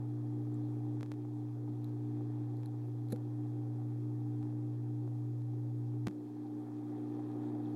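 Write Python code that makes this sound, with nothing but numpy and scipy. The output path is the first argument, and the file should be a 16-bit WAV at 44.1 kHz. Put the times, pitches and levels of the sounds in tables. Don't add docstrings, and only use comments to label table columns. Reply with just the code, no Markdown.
import sys
import numpy as np
from scipy import signal
from scipy.io import wavfile

SR = 44100
rng = np.random.default_rng(int(sys.argv[2]) if len(sys.argv) > 2 else 0)


def inscribe(sig):
    pcm = np.round(np.clip(np.atleast_2d(sig).T, -1, 1) * 32767)
    wavfile.write(sys.argv[1], SR, pcm.astype(np.int16))


N = 341775
TIME = np.arange(N) / SR
MAINS_HZ = 60.01

# time_s, level_db
FLOW = [(0.0, -64), (0.71, -63), (1.21, -65.5), (2.22, -63.5), (2.98, -65), (4.47, -64), (5.46, -67),
        (6.13, -66), (7.34, -58), (7.75, -57.5)]


def from_db(db):
    return 10 ** (np.asarray(db) / 20)


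def rms_one(x):
    return x / np.sqrt(np.mean(x ** 2) + 1e-20)


def drift(rate_hz):
    step, run_in = 40, 2000
    pole = np.exp(-2 * np.pi * rate_hz * step / SR)
    white = rng.standard_normal(N // step + run_in + 2)
    slow = signal.lfilter([1], [1, -2 * pole, pole * pole], white)[run_in:]
    return np.interp(np.arange(N) / step, np.arange(len(slow)), rms_one(slow))


def resonate(x, hz, width_hz):
    r = np.exp(-np.pi * width_hz / SR)
    b = np.sqrt((1 - r * r) / 2) * np.array([1, 0, -1])
    return signal.lfilter(b, [1, -2 * r * np.cos(2 * np.pi * hz / SR), r * r], x + 1e-18)


def low_pass(x, hz, order):
    return signal.sosfilt(signal.butter(order, hz, fs=SR, output="sos"), x)


def high_pass(x, hz, order):
    return signal.sosfilt(signal.butter(order, hz, "high", fs=SR, output="sos"), x)


def banded_noise(spectrum, patchy_db, patch_hz):
    edges = 25 * 2 ** np.arange(0, 9.6, .5)
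    points_hz, points_db = np.transpose(spectrum)
    out, white = 0, rng.standard_normal((2, N))
    for k, (low, high) in enumerate(zip(edges, edges[1:])):
        band = signal.sosfilt(signal.butter(3, [low, high], "band", fs=SR, output="sos"), white[k % 2])
        level_db = np.interp(np.log(low * high) / 2, np.log(points_hz), points_db)
        out += band * from_db(level_db + patchy_db * drift(patch_hz))
    return rms_one(out)


def damped_notes(rows, rise_cycles):
    out = np.zeros(N)
    for start_s, level_db, hz, t60_s in rows:
        start = round(start_s * SR)
        age = TIME[:min(N - start, round(2 * t60_s * SR))]
        envelope = from_db(level_db - 60 * age / t60_s) * (1 - np.exp(-age * hz / rise_cycles))
        out[start:start + len(age)] += envelope * np.sin(2 * np.pi * hz * age)
    return out


def motors():
    turn, sag = 2 * np.pi * MAINS_HZ * TIME, sag_db()
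    rise_db_per_s = 0.22
    drone = from_db(-39.5 + rise_db_per_s * TIME - sag) * np.sin(2 * turn)
    imbalance = from_db(-74 - 0.67 * sag) * np.sin(turn)
    return np.sqrt(2) * (drone + imbalance)


def impellers():
    # mains_multiple, relative_db, unsteadiness (0-1)
    overtones = [(3, -23, 0.4), (4, -6.5, 0.17), (5, 2.5, 0.19), (6, -11, 0.56), (7, -17, 0.31),
                 (8, -28, .5), (12, -29, 0.3), (13, -32, 0.8), (15, -37, 1)]
    angle = 2 * np.pi * MAINS_HZ * TIME + rng.uniform(0, 2 * np.pi) + .03 * drift(.6)
    hum = 0
    for multiple, relative_db, unsteadiness in overtones:
        shake = 1 + unsteadiness * (drift(12.3) + 1j * drift(6.3)) / np.sqrt(2)
        phase = multiple * angle + np.pi / 2 * abs(multiple - 5)
        sway = 0.29 * drift(1.1)
        hum += from_db(relative_db) * np.real(shake * np.exp(1j * (phase + sway)))
    flow_db = np.interp(TIME, *np.transpose(FLOW))
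    load_db = 0.8 * (flow_db - flow_db.mean()) + 1.02 * drift(2.2)
    return np.sqrt(2) * from_db(-47.5 + load_db) * hum


def bubbles(per_s, spread_db):
    # pitch_hz, width_hz, level_db
    tank = [(261, 26, 0), (343.3, 53, 3), (454, 48, -9.5), (772, 64, 0.5), (843, 100, -9),
            (1214, 81, -15.5), (1754, 200, -18), (3390, 620, -21.5)]
    out = 0
    for hz, width_hz, level_db in tank:
        bursts = rng.random(N) < per_s * from_db(3 * drift(8)) / SR
        sizes = from_db(spread_db * np.minimum(rng.exponential(1, N), 4)) * rng.choice([-1, 1], N)
        ringing = low_pass(resonate(bursts * sizes, hz, width_hz), 2 * hz, order=2)
        out += from_db(level_db) * rms_one(ringing)
    return out


def water(throb_depth):
    # frequency_hz, density_db
    churn = [(25, -26.5), (60, -16), (130, -1.5), (230, 2), (320, 13), (430, 6.5), (620, -10), (900, -9.5),
             (1200, -15.5), (1800, -26), (2400, -24), (5000, -31.5), (10000, -35), (15000, -41)]
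    flow = from_db(np.interp(TIME, *np.transpose(FLOW)))
    swing = flow / flow.mean()
    rush = swing ** 0.55 * from_db(5) * banded_noise(churn, patchy_db=2.5, patch_hz=11)
    burble = swing ** 1.01 * from_db(-2) * bubbles(per_s=900, spread_db=2)
    gulp_s, half_length_s = 3.129, 0.01
    surge = from_db(15) * np.exp(-((TIME - gulp_s) / half_length_s) ** 2)
    gulp = surge * low_pass(rush + burble, hz=640, order=2)
    turn = 2 * np.pi * MAINS_HZ * TIME
    throb = 1 + throb_depth * (np.sin(turn) + np.sin(2 * turn))
    return flow.mean() * (rush + burble + gulp) * throb


def hiss():
    # frequency_hz, density_db
    colour = [(100, 5.5), (3000, 1), (6000, 0.5), (11000, -3), (16000, -6)]
    return from_db(-79) * banded_noise(colour, patchy_db=-0.5, patch_hz=2)


def churn_peaks(pitch_hz, ring_cycles, gain_db):
    # start_s, level_db
    peaks = [(0.228, -51), (1.251, -43.5), (1.679, -45), (2.172, -47), (4.526, -49), (5.077, -43),
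             (6.926, -49), (7.194, -42), (7.361, -45), (7.442, -45)]
    notes = [(s, level_db + gain_db, pitch_hz, ring_cycles / pitch_hz) for s, level_db in peaks]
    return damped_notes(notes, rise_cycles=0.13)


def plinks():
    # start_s, level_db, pitch_hz, t60_s
    notes = [(.5435, -53.5, 7500, .005), (1.8442, -54, 3960, .011), (2.6598, -59, 3970, .009),
             (7.6575, -55.5, 3440, 0.0079)]
    return damped_notes(notes, rise_cycles=0.76)


def clicks(relax_hz, gain_db):
    # start_s, level_db
    hits = [(1.0095, -42.5), (1.0306, -37), (1.033, -49), (1.0616, -49.5), (1.1178, -38), (1.1213, -47),
            (1.1392, -52), (2.6335, -48), (3.1613, -47.5), (4.429, -51), (5.42, -55), (6.0693, -34),
            (6.0719, -29.5), (6.0834, -37), (6.1118, -53)]
    jumps = np.zeros(N)
    for start_s, level_db in hits:
        jumps[round(start_s * SR)] = from_db(level_db + gain_db) * rng.choice([-1, 1])
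    pressure = signal.lfilter([1], [1, -np.exp(-2 * np.pi * relax_hz / SR)], jumps + 1e-18)
    return high_pass(low_pass(pressure, hz=6600, order=1), hz=71, order=2)


def sag_db():
    # start_s, depth_db
    sags = [(1.01, 4.5), (1.118, 1.1), (2.6335, 2.0), (3.13, 2), (4.429, 1.7), (6.068, 15)]
    attack_s, release_s_per_db = 0.0066, 0.15
    out = 0
    for start_s, depth_db in sags:
        age = np.maximum(TIME - start_s, 0)
        out += depth_db * (1 - np.exp(-age / attack_s)) * np.exp(-age / (release_s_per_db * depth_db))
    return out


def bumps():
    # start_s, level_db, pitch_hz, t60_s
    contacts = [(1.691, -41, 220, .09), (3.123, -39, 182, 0.047), (3.1279, -24, 227, 0.052),
                (3.131, -33, 483, 0.068), (4.413, -40.5, 102, 0.081), (6.0703, -29, 192, 0.088)]
    return high_pass(damped_notes(contacts, rise_cycles=0.22), hz=80, order=3)


def scratches():
    # start_s, level_db, decay_s
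    scrapes = [(1.8437, -56, .0009), (1.8927, -67, .001), (2.569, -64, .0005), (2.659, -54.5, .00065),
               (3.086, -63, .001), (3.102, -68, .026), (3.1214, -52, .0017), (3.1242, -44.5, 0.00066),
               (3.128, -46, 0.00091), (3.1617, -60, .0007)]
    # pitch_hz, width_hz, level_db
    shell = [(1440, 480, -4.5), (4080, 430, -2.5), (7300, 1200, -6), (9600, 1200, -5), (11200, 890, -2),
             (13900, 1500, -10)]
    force = ringing = 0
    for start_s, level_db, decay_s in scrapes:
        force += from_db(level_db) * (TIME >= start_s) * np.exp(-np.abs(TIME - start_s) / decay_s)
    friction = force * rng.standard_normal(N)
    for k, (hz, width_hz, level_db) in enumerate(shell):
        ringing += (-1) ** k * from_db(level_db) * resonate(friction, hz, width_hz)
    return from_db(-0.5) * ringing


def scene():
    snaps = clicks(relax_hz=437, gain_db=6)
    stream = water(throb_depth=.16) + churn_peaks(pitch_hz=750, ring_cycles=7, gain_db=0.5) + plinks()
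    return (hiss() + motors() + impellers() + stream + snaps + bumps() + scratches())[None]


def record(dry):
    # centre_hz, width_hz
    notches = [(2900, 220), (7860, 100)]
    cutoff_hz = 15800
    for hz, width_hz in notches:
        dry = signal.lfilter(*signal.iirnotch(hz, hz / width_hz, fs=SR), dry)
    return signal.sosfilt(signal.ellip(10, .1, 70, cutoff_hz, fs=SR, output="sos"), dry)


dry = scene()
out = record(dry)
inscribe(out)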